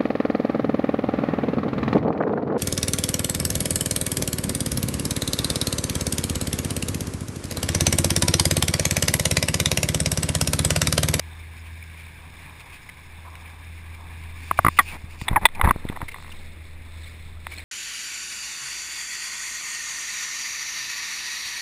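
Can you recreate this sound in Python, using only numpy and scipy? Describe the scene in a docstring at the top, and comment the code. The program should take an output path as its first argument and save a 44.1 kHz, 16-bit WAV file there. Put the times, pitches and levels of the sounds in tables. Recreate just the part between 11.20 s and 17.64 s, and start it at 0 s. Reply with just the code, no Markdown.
"""Choppy sea, in a kayak paddled through the foaming wake of a cargo boat whose engine drones nearby.
Chop and wind rumble; bubbles wash and fizz past the hull; drops splash off the blade.
All is heard from inside a waterproof camera housing, which rubs, thumps and knocks as it is swung
on its mount from stern to bow. The water changes colour with the turn."""
import sys
import numpy as np
from scipy import signal
from scipy.fft import rfft, irfft, next_fast_len
from scipy.io import wavfile

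SR = 44100
rng = np.random.default_rng(int(sys.argv[2]) if len(sys.argv) > 2 else 0)


def file_out(sig):
    """Save sig as 16-bit WAV at sys.argv[1]."""
    # one column per channel
    cols = np.atleast_2d(sig).T
    # limit, then scale
    lim = np.clip(cols, -1, 1)
    pcm = np.round(lim * 32767).astype(np.int16)
    wavfile.write(sys.argv[1], SR, pcm)


N = 284004
TIME_S = np.arange(N) / SR

# swing of the camera, 0 = stern, 1 = bow: time_s, bow_share
FACING = [(3.3, 0.08), (4.3, 0.68)]
# head wind on the housing: time_s, level_db
WIND_LEVEL = [(0, -63), (2.6, -48), (3.3, -49), (3.7, -35), (4.0, -44), (4.45, -32), (4.75, -42.5),
              (5.3, -41), (6.44, -44)]
# spectra of wind and hull rumble: freq_hz, density_db
WIND_COLOUR = [(8, -7.5), (13, 11), (22, -17), (40, -14), (80, -58), (200, -59)]
HULL_COLOUR = [(12, -23), (25, -13), (45, 9), (70, 1.5), (120, 3.5), (170, -4.5), (240, -12), (400, -14),
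               (800, -28)]
# engine firing tone: time_s, level_db
ENGINE_LEVEL = [(0, -39), (0.7, -41.5), (1.7, -54), (2.0, -42.5), (3.15, -38), (5.05, -48), (5.4, -41.5),
                (6.44, -40.5)]
# engine firing rate: time_s, rate_hz
ENGINE_RATE = [(0, 81.17), (3.2, 82.1), (4.0, 80.27), (6.44, 80.4)]
# wake hiss as the camera sweeps past: crest_s, half_length_s, level_db
WAKE_SWELLS = [(3.29, 0.065, -49), (3.58, 0.13, -48.5), (3.93, 0.029, -50), (4.02, 0.022, -42)]
# wake spectrum: freq_hz, density_db
WAKE_COLOUR = [(1500, -10), (2100, -6), (2500, 12.5), (3100, -1.5), (3700, -9), (4700, 3.5), (5800, -5)]
# water spectra facing the stern: freq_hz, density_db
WASH_STERN = [(120, -8), (200, 2), (330, -7.5), (550, -7.5), (760, -0.5), (1000, 5.5), (1200, 1.5),
              (1450, -13.5), (2500, -20)]
SPRAY_STERN = [(250, -6), (600, -19), (1350, -17), (1680, -3.5), (1900, -9.5), (2330, 0.5), (2600, -7),
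               (3000, -14.5), (3800, -11.5), (5500, -28)]
FIZZ_STERN = [(2200, 7.5), (2900, -10), (3200, -16), (3600, 6), (4000, -21), (4450, -19), (5100, 0),
              (5600, -2.5), (6000, -17)]
# water spectra facing the bow: freq_hz, density_db
WASH_BOW = [(120, -27), (200, 13), (330, 5), (480, -5), (760, -7.5), (1050, -5), (1400, 1.5), (2500, -5)]
SPRAY_BOW = [(250, -3), (600, -4), (1400, -29), (1750, -4.5), (2200, 2.5), (2500, -2), (3000, -13),
             (3800, -47), (5500, -47)]
FIZZ_BOW = [(2200, -16), (3000, -12), (3500, 2.5), (3800, 2), (4200, 1.5), (4650, -9.5), (5100, -10.5),
            (5600, -13), (6000, -28)]
# waves along the hull, foam patches: crest_s, half_length_s, level_db
WAVE_SWELLS = [(0.2, 0.38, -57.5), (1.03, 0.045, -53), (1.38, 0.34, -52.5), (2.17, 0.18, -50.5),
               (2.82, 0.11, -53), (3.2, 0.26, -54), (4.4, 0.46, -50)]
FOAM_SWELLS = [(0.8, 0.35, -60.5), (1.5, 0.13, -57), (3.45, 0.17, -54), (4.7, 0.21, -62),
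               (5.06, 0.19, -52.5), (5.85, 0.074, -52.5), (6.37, 0.1, -50)]
# splashes off blade and bow: start_s, length_s, level_db, pitch_hz
SPLASHES = [(0.443, 0.042, -46, 2450), (0.765, 0.063, -45, 2380), (1.394, 0.024, -41, 2410),
            (1.52, 0.051, -44, 2500), (1.689, 0.012, -35, 2120), (2.046, 0.046, -42.5, 1000),
            (2.153, 0.0031, -36.5, 2380), (3.034, 0.011, -42.5, 2290), (3.372, 0.017, -35, 2320),
            (3.567, 0.015, -33, 2550), (3.654, 0.074, -37.5, 2550), (3.714, 0.046, -38.5, 2280),
            (4.348, 0.012, -37.5, 2520), (4.881, 0.0154, -32, 2150), (4.913, 0.013, -39, 2250),
            (5.116, 0.013, -39.5, 2720), (5.822, 0.072, -48.5, 2200), (6.308, 0.039, -37, 2300),
            (6.367, 0.038, -40.5, 2280)]
# single close bubbles: start_s, peak_db, pitch_hz
PLOPS = [(0.625, -32.5, 2320), (2.257, -36.5, 2390), (5.842, -38.5, 3630), (6.381, -31, 4200)]
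# rubs on the housing: start_s, length_s, level_db
RUBS = [(3.669, 0.051, -48), (3.719, 0.053, -35), (4.06, 0.12, -35), (4.212, 0.045, -29.5),
        (4.346, 0.056, -38.5), (4.42, 0.027, -34.5), (4.438, 0.023, -19), (4.452, 0.065, -25),
        (4.718, 0.015, -34.5), (4.748, 0.022, -40), (4.801, 0.04, -36), (4.942, 0.043, -53)]
# rub spectrum: freq_hz, density_db
RUB_COLOUR = [(100, 7), (300, 0), (550, -5.5), (900, 4), (1400, -8.5), (2050, -4), (2500, -10), (3000, -29),
              (3600, -20), (5000, -35)]
# pressure pulses of the flexing housing: centre_s, peak_db, width_ms, edge_ms
THUMPS = [(3.8432, -29, 2.8, 2.2), (4.0208, -22.5, 1.6, 2.6), (4.1143, -15.5, 1.64, 1.8),
          (4.1327, -18, 14, 0.92), (4.246, -22, 5.7, 3.1), (4.441, -11.5, 3, 3.1), (4.4534, -8.5, 2.6, 3.9),
          (4.477, -12.5, 3.9, 0.75), (4.5083, -16, 2.9, 2.6), (4.5615, -21.5, 2.7, 0.15),
          (4.6528, -19.5, 1.35, 0.56), (4.7, -18.5, 1.03, 0.78), (4.8299, -22.5, 3.2, 1)]
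# knocks of the mount: start_s, main_db, swell_ms, main_hz, hardness_db
KNOCKS = [ (3.3117, -7, 0.89, 1110, -14.5), (3.3896, -2, 1.02, 1167, -27.5), (3.4474, -2, 1.0, 1148, -20),
          (3.4646, -5.5, 1.6, 1210, -14), (3.483, -5.5, 1.08, 1130, -4), (4.014, -28.5, 0.65, 1000, 16),
          (4.0814, -19.5, 1.5, 915, 21), (4.0852, -19.5, 1.05, 925, 20.5), (4.129, -23, 1.5, 1000, -14),
          (4.2538, 3.5, 1.67, 945, 18.5), (4.2642, -24, 0.91, 1040, 31), (4.287, -34, 0.87, 1090, 18),
          (4.3956, -23.5, 2.6, 800, -11), (4.4127, -10.5, 1.26, 1094, 4.5), (4.4735, -12, 1.26, 1024, -24),
          (4.4883, -12, 0.89, 950, -17), (4.4924, -23, 1.5, 920, 12.5), (4.5086, -6, 1.25, 1123, -13),
          (4.687, -37, 1.96, 1450, 23.5), (4.699, -27, 0.6, 860, 4.5), (4.763, -29.5, 1, 1000, 7),
          (4.772, -28, 0.57, 940, -4), (4.8157, -20.5, 0.85, 1000, 2), (4.943, -33, 1.5, 1120, 11),
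          (6.268, -22.5, 0.48, 1110, 13.5)]
# longer slips, gliding down: start_s, main_db, swell_ms, main_hz, hardness_db, sag_share
SQUEAKS = [(3.5874, -5, 3.14, 1200, 6, 0.17), (4.1593, -6, 3.23, 1011, -11.5, 0.4)]
# upper housing modes, raised by hard contact: freq_hz, base_db, db_per_hardness_db
HIGHER_MODES = [(2024, -4.5, 0.427), (2475, -18, 0.45), (3560, -22.5, 1.1632)]
# thud spectrum of the whole case: freq_hz, density_db
THUD_COLOUR = [(50, -8), (110, 6.5), (170, -1.5), (250, -5.5), (330, 1), (450, -32.5), (650, -11),
               (1200, -23)]


def from_db(db):
    """Decibels to gain."""
    return 10 ** (np.asarray(db) / 20)


def unit_rms(x):
    """Scale to rms 1."""
    return x / np.sqrt(np.mean(x ** 2) + 1e-20)


def curve(rows):
    """Breakpoints interpolated to every sample."""
    return np.interp(TIME_S, *np.transpose(rows))


def add(track, start_s, sound):
    """Mix a short sound into a track."""
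    start = int(round(start_s * SR))
    track[start:start + len(sound)] += sound[:N - start]


def drift(rate_hz, size=N):
    """Random wander of spread 1, rate_hz new values a second."""
    points = rng.standard_normal(size // 10)
    return np.interp(np.arange(size) * rate_hz / SR, np.arange(len(points)), points) / np.sqrt(2 / 3)


def coloured(x, colour):
    """Filter by a spectrum, rolling off past its ends; rms 1."""
    size = next_fast_len(len(x))
    freq_hz, density_db = np.transpose(colour)
    log_hz = np.log(np.arange(size // 2 + 1) * SR / size + 1)
    beyond = np.abs(log_hz - np.clip(log_hz, np.log(freq_hz[0]), np.log(freq_hz[-1])))
    gain = from_db(np.interp(log_hz, np.log(freq_hz), density_db) - 20 * beyond)
    return unit_rms(irfft(rfft(x, size) * gain, size)[:len(x)])


def grains(per_s, spread_db):
    """Random clicks of unequal size; rms 1."""
    sizes = from_db(spread_db * np.minimum(rng.exponential(1, N), 4)) * rng.choice([-1, 1], N)
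    return unit_rms(sizes * (rng.random(N) < per_s / SR))


def burst(length_s):
    """Arched envelope with steep ends."""
    progress = np.linspace(0, 1, max(int(length_s * SR), 8))
    return np.sqrt(np.abs(np.sin(np.pi * progress)))


def swells(rows):
    """Gain of bell-shaped swells, summed in power."""
    bells = (from_db(level_db) * np.exp(-.5 * ((TIME_S - crest_s) / half_s) ** 2)
             for crest_s, half_s, level_db in rows)
    return np.sqrt(sum(bell ** 2 for bell in bells))


def facing_gain(stern_db, bow_db):
    """Gain that follows the camera's turn."""
    return from_db(stern_db + (bow_db - stern_db) * curve(FACING))


def rumble(hull_db, sway_db):
    """Chop drums on the hull; wind buffets the housing."""
    hull = from_db(hull_db + sway_db * drift(3.72)) * coloured(rng.standard_normal(N), HULL_COLOUR)
    wind = from_db(curve(WIND_LEVEL)) * coloured(rng.standard_normal(N), WIND_COLOUR)
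    return hull + wind


def engine(octave_db, waver_db):
    """The exhaust's firing tone fades and returns; its weak octave stays."""
    phase = 2 * np.pi * np.cumsum(curve(ENGINE_RATE)) / SR
    octave = from_db(octave_db + 3.7 * drift(8)) * np.sin(2 * phase + .6 * drift(17))
    firing = from_db(curve(ENGINE_LEVEL) + waver_db * drift(17)) * np.sin(phase)
    return np.sqrt(2) * (firing + octave)


def wake():
    """Churned water hisses as tiny bubbles burst."""
    return swells(WAKE_SWELLS) * coloured(grains(per_s=15000, spread_db=8), WAKE_COLOUR)


def bubbles(low_hz, high_hz, per_s, ring_cycles, size_count=14):
    """Bubbles pinch off at random, each dying by 60 dB in ring_cycles; rms 1."""
    clicks = grains(per_s, spread_db=4.5)
    size_index = rng.integers(0, size_count, N)
    out = np.zeros(N)
    for k, pitch_hz in enumerate(np.geomspace(low_hz, high_hz, size_count)):
        step_rad = 2 * np.pi * pitch_hz / SR
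        decay = from_db(-60 * pitch_hz / (ring_cycles * SR))
        resonator = [0, np.sin(step_rad)], [1, -2 * decay * np.cos(step_rad), decay ** 2]
        out += np.sqrt(pitch_hz) * signal.lfilter(*resonator, clicks * (size_index == k) + 1e-18)
    return unit_rms(out)


def water(stern_colour, bow_colour, near, near_db, surge_db):
    """Far bubbles merge to a rush, near ones stand out; both surge, coloured by facing; rms 1."""
    bow_share = curve(FACING)
    far = rng.standard_normal(N)
    stern, bow = [coloured(far, colour) + from_db(near_db) * coloured(near, colour)
                  for colour in (stern_colour, bow_colour)]
    rush = (1 - bow_share) * stern + bow_share * bow
    return unit_rms(rush * from_db(surge_db * (drift(16) + drift(90))))


def sea():
    """Large bubbles wash, small ones spray, the finest fizz; waves lift the wash, foam the rest."""
    large = bubbles(478, 1325, per_s=400, ring_cycles=35)
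    wash = water(WASH_STERN, WASH_BOW, large, near_db=-6, surge_db=1.37)
    small = bubbles(1430, 2890, per_s=1200, ring_cycles=81)
    spray = water(SPRAY_STERN, SPRAY_BOW, small, near_db=-8, surge_db=1)
    finest = bubbles(3050, 5160, per_s=1600, ring_cycles=38)
    fizz = water(FIZZ_STERN, FIZZ_BOW, finest, near_db=0, surge_db=1.2)
    waves, foam = swells(WAVE_SWELLS), swells(FOAM_SWELLS)
    return (np.hypot(facing_gain(stern_db=-60.5, bow_db=-53), waves) * wash
            + np.hypot(facing_gain(stern_db=-48, bow_db=-53.5), foam) * spray
            + np.hypot(facing_gain(stern_db=-58.5, bow_db=-55.5), foam) * fizz)


def splashes(bandwidth_hz, patter_db, skirt_db):
    """Thrown water: a shower of drops and bubbles ringing round one pitch."""
    out, drops = np.zeros(N), grains(per_s=5000, spread_db=2.5)
    for start_s, length_s, level_db, pitch_hz in SPLASHES:
        envelope = burst(length_s)
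        shower = drops[int(start_s * SR):][:SR // 2]
        colour = [(pitch_hz / 4, skirt_db), (pitch_hz, 0), (2 * pitch_hz, skirt_db)]
        patter = coloured(shower, colour)[:len(envelope)]
        ring = signal.lfilter(*signal.iirpeak(pitch_hz, pitch_hz / bandwidth_hz, fs=SR), patter)
        splash = unit_rms(unit_rms(ring) + from_db(patter_db) * patter)
        add(out, start_s, from_db(level_db) * envelope[:len(splash)] * splash)
    return out


def plops(swell_s, rise_share, size=2600):
    """A bubble rings briefly, rising in pitch as it nears the surface."""
    out, age = np.zeros(N), TIME_S[:size] / swell_s
    for start_s, peak_db, pitch_hz in PLOPS:
        phase = 2 * np.pi * pitch_hz * np.cumsum(1 + rise_share * (age - 1)) / SR
        add(out, start_s, from_db(peak_db) * age * np.exp(1 - age) * np.sin(phase))
    return out


def rubs():
    """Wet plastic sticks and slips in dense tiny catches."""
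    strokes = np.zeros(N)
    for start_s, length_s, level_db in RUBS:
        add(strokes, start_s, from_db(level_db) * burst(length_s))
    return strokes * coloured(grains(per_s=3500, spread_db=4.5), RUB_COLOUR)


def thumps(lead_s=0.04):
    """The case wall is pressed in and springs back: pressure builds, flips, recovers."""
    out = np.zeros(N)
    time_ms = 1000 * (TIME_S[:int(2 * lead_s * SR)] - lead_s)
    for centre_s, peak_db, width_ms, edge_ms in THUMPS:
        pulse = -np.tanh(time_ms / edge_ms) * np.exp(-np.abs(time_ms / width_ms))
        add(out, centre_s - lead_s, from_db(peak_db) * pulse / pulse.max())
    return out


def settling_ticks(start_s, end_s, gap_s, start_db, fade_db_per_s, swell_ms, main_hz, hardness_db):
    """The mount settles in faint, fading ticks; rows as in KNOCKS."""
    delays_s = gap_s * (np.arange(16) + rng.uniform(0, .5, 16))
    return [(start_s + delay_s, start_db - fade_db_per_s * delay_s, swell_ms, main_hz, hardness_db)
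            for delay_s in delays_s if start_s + delay_s < end_s]


def slip(swell_ms, main_hz, hardness_db, sag_share, sharpness, thud_db, size=2600):
    """One slip of the mount: housing modes swell, chatter and sag in pitch as the strain lets go."""
    hollow_hz, hollow_db = 788, -18
    chatter_depth, chatter_hz = 0.39, 1000
    age = TIME_S[:size] / (swell_ms / 1000)
    envelope = (age * np.exp(1 - age)) ** sharpness
    warped_s = np.cumsum(1 + sag_share * (np.exp(-age / 2) - .5)) / SR
    higher = [(mode_hz, base_db + slope * hardness_db) for mode_hz, base_db, slope in HIGHER_MODES]
    modes = np.zeros(size)
    for mode_hz, mode_db in [(hollow_hz, hollow_db), (main_hz, 0)] + higher:
        chatter = 1 + chatter_depth * (drift(chatter_hz, size) + 1j * drift(chatter_hz, size))
        modes += from_db(mode_db) * np.imag(chatter * np.exp(2j * np.pi * mode_hz * warped_s))
    # small stiff walls radiate little below their lowest mode
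    ring = signal.sosfilt(signal.butter(2, 520, "high", fs=SR, output="sos"), envelope * modes)
    # the whole case rocks, less on a hard contact
    rocking = 1.37 * coloured(rng.standard_normal(size), THUD_COLOUR)
    thud = rocking * np.sqrt(age / 2 * np.exp(1 - age / 1.3))
    return ring + from_db(thud_db - 0.2868 * hardness_db) * thud


def mount(ticks):
    """The mount turns in slips: long ones squeak, short ones knock or tick."""
    out = np.zeros(N)
    for start_s, main_db, *contact in SQUEAKS:
        add(out, start_s, from_db(main_db) * slip(*contact, sharpness=0.6, thud_db=-26))
    for start_s, main_db, *contact in list(KNOCKS) + ticks:
        knock = slip(*contact, sag_share=0.065, sharpness=0.8, thud_db=-18.5)
        add(out, start_s, from_db(main_db) * knock)
    return out


def scene():
    """Water, engine and wind outside, handling noise on the housing; mono."""
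    near_water = splashes(bandwidth_hz=144, patter_db=-4, skirt_db=-7.5)
    near_water += plops(swell_s=0.0018, rise_share=0.0037)
    background = sea() + wake() + engine(octave_db=-60.5, waver_db=1.24) + rumble(hull_db=-50, sway_db=1)
    ticks = settling_ticks(start_s=4.96, end_s=5.095, gap_s=0.019, start_db=-33.5, fade_db_per_s=33,
                           swell_ms=0.71, main_hz=1070, hardness_db=2)
    handling = rubs() + thumps() + mount(ticks)
    return (background + near_water + handling)[None]


def gain_control(x, threshold_db, release_db_per_s, attack_s):
    """Sustained loud sound turns the gain down; it creeps back up."""
    decay = np.exp(-1 / (attack_s * SR))
    power = signal.lfilter([1 - decay], [1, -decay], x ** 2)
    over_db = np.maximum(10 * np.log10(power + 1e-12) - threshold_db, 0)
    ramp_db = release_db_per_s * TIME_S
    return x * from_db(ramp_db - np.maximum.accumulate(over_db + ramp_db, axis=-1))


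def record(dry):
    """A slow converter overloads on knocks and holds each sample."""
    hold_hz, cutoff_hz = 12000, 15200
    clipped = np.clip(gain_control(dry, threshold_db=-8, release_db_per_s=73, attack_s=0.015), -1, 1)
    anti_alias = signal.ellip(8, .3, 60, .485 * hold_hz, fs=SR, output="sos")
    # the hold mirrors the spectrum round its rate, under a sinc roll-off
    mirrored = signal.sosfilt(anti_alias, clipped) * (1 + 2 * np.cos(2 * np.pi * hold_hz * TIME_S))
    size = next_fast_len(N)
    roll_off = np.sinc(np.arange(size // 2 + 1) * SR / size / hold_hz)
    held = irfft(rfft(mirrored, size) * roll_off, size)[:, :N]
    return signal.sosfilt(signal.butter(20, cutoff_hz, fs=SR, output="sos"), np.clip(held, -.92, .92))


dry = scene()
out = record(dry)
file_out(out)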